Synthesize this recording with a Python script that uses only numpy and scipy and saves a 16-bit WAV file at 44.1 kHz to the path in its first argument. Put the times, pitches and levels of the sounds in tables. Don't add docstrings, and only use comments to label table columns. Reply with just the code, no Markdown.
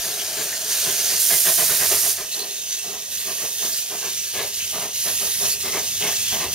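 import sys
import numpy as np
from scipy import signal
from scipy.fft import rfft, irfft
from scipy.io import wavfile
from scipy.ndimage import uniform_filter1d, map_coordinates

SR = 44100
rng = np.random.default_rng(int(sys.argv[2]) if len(sys.argv) > 2 else 0)


def wav_record(signal):
    frames = np.transpose(np.atleast_2d(signal))
    bounded = np.clip(frames, -1, 1)
    quanta = np.round(bounded * 32767).astype(np.int16)
    wavfile.write(sys.argv[1], SR, quanta)


N = 288414

# t/s, draught level/dB, rumble level/dB
BED_LEVELS = [(0, -40.5, -55.5), (1.1, -40.5, -54.5), (1.3, -46, -55.5), (2, -46, -48.5), (2.3, -52.5, -63),
              (3.2, -50.5, -60.5), (4.6, -53.5, -53), (5.5, -52.5, -50), (6.5, -53.5, -45.5)]
# f/Hz, level/dB
RUMBLE_SPECTRUM = [(15, -25), (45, -9), (90, 3), (130, -3), (220, -6), (300, -15), (600, -15),
                   (1300, -15.5), (4000, -45)]
# t/s, level/dB
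ROD_KNOCKS = [(0.528, -27.5), (3.384, -36), (6.13, -30)]
# f/Hz, level/dB, t60/s
STEEL_MODES = [(1830, -0.5, 0.13), (1900, -3.5, 0.11), (2040, -5, 0.099), (2800, -9, .07), (3460, -11, .05)]
# t/s, level/dB
EXHAUST_BEATS = [(0.025, -38.5), (0.355, -32.5), (0.834, -32), (1.078, -37.5), (1.288, -29), (1.441, -29),
                 (1.569, -29), (1.676, -29.5), (1.788, -30.5), (1.892, -30), (2.02, -35.5), (2.163, -37),
                 (2.335, -44.5), (2.39, -43.5), (2.831, -42), (2.892, -40), (3.251, -38.5), (3.39, -38),
                 (3.603, -36.5), (3.895, -38.5), (4.008, -36), (4.331, -34), (4.372, -33), (4.72, -34.5),
                 (4.79, -34), (5.039, -34.5), (5.195, -35.5), (5.397, -35), (5.628, -33.5), (5.718, -30),
                 (6.001, -31.5), (6.04, -32.5), (6.305, -32), (6.384, -31)]
# f/Hz, width/Hz, level/dB
REAR_CHIMNEY_MODES = [(159, 61, -6.5), (405, 51, 1), (665, 62, 1), (1034, 26, -3)]
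LEAD_CHIMNEY_MODES = [(178, 102, -7), (405, 47, 2), (671, 140, -2.5), (1030, 160, -9), (1200, 50, -10)]
BLOWER_MODES = [(170, 79, -10), (414, 60, -0.5), (662, 125, 0), (1680, 200, -2)]
# f/Hz, level/dB
RASP_SPECTRUM = [(60, -13), (250, -9), (400, -24), (750, -2.5), (900, -6), (1150, -1.5), (1380, -5.5),
                 (1600, 3), (2300, 0.5), (3500, -3.5), (6000, -9.5), (14000, -32)]
# t/s, length/s, f/Hz, level/dB
WATER_SLUGS = [(.175, .05, 3100, -33), (1.06, .09, 4600, -33), (2.308, .035, 4100, -30),
               (2.382, .043, 4250, -30), (2.487, .035, 3850, -35), (2.55, .03, 3950, -36),
               (2.7, .06, 6300, -35), (3.71, .08, 4800, -34), (4.36, .08, 3800, -36),
               (4.59, .06, 2850, -33), (5.485, .055, 4620, -31), (6.01, .03, 3000, -29),
               (6.265, .07, 3200, -30.5)]
# t/s, length/s, rush level/dB, hiss level/dB
COCK_BLOWS = [(-0.05, .72, -29.5, -32), (0.02, 0.047, -41.5, -31), (0.385, .06, -46, -31.5),
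              (0.663, 0.51, -24.5, -26.5), (1.169, 0.44, -27.5, -19.3), (1.604, .51, -26, -21.5),
              (2.137, 0.075, -32.5, -36), (2.29, .12, -35.5, -39), (2.45, 0.46, -38, -46.5),
              (2.683, 0.07, -31.5, -43), (3.09, 0.74, -35, -37), (3.57, .24, -32.5, -38),
              (3.852, 0.46, -35.5, -41), (4.024, .23, -33.5, -44), (4.313, 0.17, -33.5, -38.5),
              (4.512, .33, -33.5, -38), (4.923, 0.6, -30.5, -34), (5.372, .15, -30, -36),
              (5.57, .87, -31, -36.5), (5.974, 0.38, -33, -38.5), (6.499, .06, -28.5, -32)]
# f/Hz, level/dB
REAR_RUSH_SPECTRUM = [(300, -49), (1150, -20.5), (1450, -13.5), (1700, -11), (2200, -10), (2700, -7.5),
                      (3600, -10), (4600, -3.5), (5200, -3), (6200, 3.5), (7200, -2), (8700, -2),
                      (9800, -15), (16000, -10)]
LEAD_RUSH_SPECTRUM = [(300, -63), (1400, -19), (1700, -11.5), (2300, -8.5), (2650, -2.5), (3100, -4.5),
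                      (3400, -5.5), (5000, -2.5), (6150, 5.5), (7200, 0.5), (8600, 3), (9600, -5),
                      (16000, -29)]
HISS_SPECTRUM = [(500, -62), (2000, -23), (5000, -6), (8500, 1), (9600, 0.5), (11200, 2), (12000, 1.5),
                 (12700, 1.5), (15600, -3.5), (17000, -40)]
# f/Hz, left minus right/dB
JET_TILT = [(1000, 3.5), (2300, -1.5), (3300, 4.5), (4500, 2), (6000, -3), (7200, -4.5), (9000, -3),
            (11500, -8), (15000, -3.5)]
# t/s, left minus right/dB
JET_PAN = [(.45, 2.3), (.8, 0), (3.5, -0.5), (5.3, 0.7)]
# delay/ms, drift/ms, relative level/dB
JET_PATHS = [(1.08, 0.039, -4), (2.8, .2, 3), (6, 0.099, 1)]

HANDOVER_S = 2.25
SLIP_START_S, SLIP_END_S = 1.25, 2.2
BEAT_OPEN_S, SLIP_OPEN_S, SLIP_RASP_DB = 0.061, 0.05, 3
COCK_RISE_S, COCK_FALL_S = 0.036, 0.038
LEAK_RUSH_DB, LEAK_HISS_DB, SURGE_DB = -35.5, -41.5, 0.9
NOTCH_HZ, LOWPASS_HZ = 7900, 15650


def undb(db):
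    return 10 ** (np.asarray(db) / 20)


def unit(x):
    return x / np.sqrt(np.mean(np.atleast_2d(x).mean(axis=0) ** 2))


def times():
    return np.arange(N) / SR


def freqs():
    return np.maximum(np.arange(N // 2 + 1) * SR / N, 1)


def curves(table):
    t_s, *columns = np.transpose(table)
    return [np.interp(times(), t_s, column) for column in columns]


def colour(spectrum):
    hz, db = np.transpose(spectrum)
    return undb(np.interp(np.log(freqs()), np.log(hz), db))


def resonance(hz, width_hz):
    f = freqs()
    return 1 / (1 + 1j * (f * f - hz * hz) / (f * width_hz))


def walk(rate_hz):
    hold = max(int(SR / rate_hz), 1)
    steps = rng.standard_normal(N)[np.arange(N) // hold]
    return unit(uniform_filter1d(uniform_filter1d(steps, hold), hold))


def puff(start_s, length_s, rise_s, fall_s):
    age_s = times() - start_s
    return np.clip(age_s / rise_s, 0, 1) * np.exp(-np.maximum(age_s - length_s, 0) / fall_s)


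def turbulence(response, diffuse_db, left_gain=1, lag_us=0):
    direct, *scattered = rfft(rng.standard_normal((3, N)))
    delay = np.exp(-2j * np.pi * freqs() * lag_us / 10 ** 6)
    channels = np.array([left_gain * delay, np.ones_like(delay)])
    field = direct + undb(diffuse_db) * np.array(scattered)
    return unit(irfft(response * channels * field, N))


def eddies(x, depth_db, width_hz, life_s, fft_size):
    hz, t_s, spectrum = signal.stft(x, SR, nperseg=fft_size)
    cells = np.meshgrid(hz / width_hz, t_s / life_s, indexing="ij")
    swell = map_coordinates(rng.standard_normal((400, 400)), cells, order=1, mode="wrap")
    _, swirled = signal.istft(spectrum * undb(depth_db * swell), SR)
    return unit(swirled[:, :N])


def reflected(x, paths):
    t = times()
    echoes = sum(undb(db) * np.array([np.interp(t - ms / 1000, t, side) for side in x])
                 for ms, db in paths)
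    return unit(x + echoes)


def wheels():
    _, rumble_db = curves(BED_LEVELS)
    uneven_db = 1.5 * walk(rate_hz=12)
    rumble = turbulence(colour(RUMBLE_SPECTRUM), diffuse_db=-10, left_gain=undb(1.5))
    return rumble * undb(rumble_db + uneven_db)


def knocks():
    out = np.zeros(N)
    for start_s, db in ROD_KNOCKS:
        age_s = np.maximum(times() - start_s, 0)
        for hz, mode_db, t60_s in STEEL_MODES:
            decay = np.exp(-np.log(1000) * age_s / t60_s)
            out += undb(db + mode_db - 2.5) * np.sin(2 * np.pi * hz * age_s) * decay
    return out


def chimney(modes):
    power = sum(abs(undb(db) * resonance(hz, width_hz)) ** 2 for hz, width_hz, db in modes)
    radiation = abs(resonance(hz=330, width_hz=1850))
    pipe = turbulence(np.sqrt(power) * radiation, diffuse_db=-13.5, left_gain=undb(2.5))
    return eddies(pipe, depth_db=2.5, width_hz=112.2, life_s=0.12, fft_size=1024)


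def beat_envelopes():
    tone_power, rasp_power = np.zeros((2, N))
    for start_s, db in EXHAUST_BEATS:
        slipping = SLIP_START_S < start_s < SLIP_END_S
        open_s, rasp_db = (SLIP_OPEN_S, SLIP_RASP_DB) if slipping else (BEAT_OPEN_S, 0)
        tone_power += (undb(db) * puff(start_s, open_s, rise_s=0.036, fall_s=0.031)) ** 2
        rasp_power += (undb(db + rasp_db) * puff(start_s, open_s, rise_s=0.026, fall_s=0.033)) ** 2
    return np.sqrt(tone_power), np.sqrt(rasp_power)


def exhaust():
    tone_env, rasp_env = beat_envelopes()
    draught_db, _ = curves(BED_LEVELS)
    rear_nearer = times() < HANDOVER_S
    tone = np.where(rear_nearer, chimney(REAR_CHIMNEY_MODES), chimney(LEAD_CHIMNEY_MODES))
    draught = np.where(rear_nearer, chimney(BLOWER_MODES), tone)
    rasp = turbulence(colour(RASP_SPECTRUM), diffuse_db=-19, left_gain=undb(2))
    rasp = eddies(rasp, depth_db=4.5, width_hz=121.3, life_s=0.15, fft_size=1024)
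    blast = undb(-0.9) * tone_env * tone + undb(-0.83) * rasp_env * rasp
    return blast * undb(0.63 * walk(rate_hz=130)) + undb(draught_db) * draught


def spits():
    out = np.zeros((2, N))
    flutter = turbulence(resonance(hz=130, width_hz=300) ** 2, diffuse_db=-7, left_gain=undb(2))
    lag_rad = np.array([[1.2], [0]])
    for start_s, length_s, hz, db in WATER_SLUGS:
        progress = (times() - start_s) / length_s
        pitch_hz = hz * (1 + 0.035 * np.clip(progress - 0.7, -1, 1))
        phase_rad = 2 * np.pi * np.cumsum(pitch_hz) / SR - lag_rad
        envelope = undb(db) * puff(start_s, length_s, rise_s=0.016, fall_s=0.012)
        out += envelope * flutter * np.sqrt(2) * np.sin(phase_rad)
    return out


def thin_jet():
    band = resonance(hz=11000, width_hz=2500) ** 2
    sizzle = turbulence(band, diffuse_db=-1, left_gain=undb(-15), lag_us=50)
    opening = puff(start_s=4.95, length_s=0.59, rise_s=0.1, fall_s=0.008)
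    return undb(-33.5) * opening * sizzle


def cock_envelopes():
    rush_power, hiss_power = undb(LEAK_RUSH_DB) ** 2, undb(LEAK_HISS_DB) ** 2
    for start_s, length_s, rush_db, hiss_db in COCK_BLOWS:
        opening = puff(start_s, length_s, COCK_RISE_S, COCK_FALL_S)
        rush_power += (undb(rush_db) * opening) ** 2
        hiss_power += (undb(hiss_db) * opening) ** 2
    beats = [puff(start_s, BEAT_OPEN_S, COCK_RISE_S, COCK_FALL_S) for start_s, _ in EXHAUST_BEATS]
    surge = undb(SURGE_DB * np.max(beats, axis=0))
    return np.sqrt(rush_power), np.sqrt(hiss_power) * surge


def jet(envelopes, rush_spectrum, rush_lag_us, hiss_lag_us, rush_db, hiss_db, diffuse_db, echo_db):
    rush_env, hiss_env = envelopes
    left_gain = colour(JET_TILT)
    paths = [(ms + drift_ms * walk(rate_hz=0.99), echo_db + db) for ms, drift_ms, db in JET_PATHS]
    rush = turbulence(colour(rush_spectrum), diffuse_db, left_gain, rush_lag_us)
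    rush = eddies(reflected(rush, paths), depth_db=2.4, width_hz=240, life_s=0.07, fft_size=512)
    hiss = turbulence(colour(HISS_SPECTRUM), diffuse_db=-3.3, left_gain=left_gain, lag_us=hiss_lag_us)
    hiss = hiss_env * reflected(hiss, paths) * undb(hiss_db)
    rush *= rush_env * undb(rush_db + 0.61 * walk(rate_hz=60))
    return (rush + hiss) * undb(0.71 * walk(rate_hz=500))


def cocks():
    envelopes = cock_envelopes()
    rear = jet(envelopes, REAR_RUSH_SPECTRUM, rush_lag_us=29.3, hiss_lag_us=5.8,
               rush_db=-0.37, hiss_db=0.75, diffuse_db=-6, echo_db=-21)
    lead = jet(envelopes, LEAD_RUSH_SPECTRUM, rush_lag_us=45.8, hiss_lag_us=55.7,
               rush_db=0, hiss_db=2.5, diffuse_db=-8, echo_db=-15)
    fade_rad = np.clip((times() - HANDOVER_S) / 0.13 + 0.5, 0, 1) * np.pi / 2
    pan_db, = curves(JET_PAN)
    pan = undb(np.array([pan_db, -pan_db]) / 2)
    return (np.cos(fade_rad) * rear + np.sin(fade_rad) * lead) * pan


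def scene():
    return exhaust() + cocks() + thin_jet() + spits() + knocks() + wheels()


def record(dry):
    notch = (1 - resonance(NOTCH_HZ, width_hz=306)) ** 2
    lowpass = signal.ellip(10, 0.1, 80, LOWPASS_HZ, fs=SR, output="sos")
    return signal.sosfilt(lowpass, irfft(rfft(dry) * notch, N))


dry = scene()
out = record(dry)
wav_record(out)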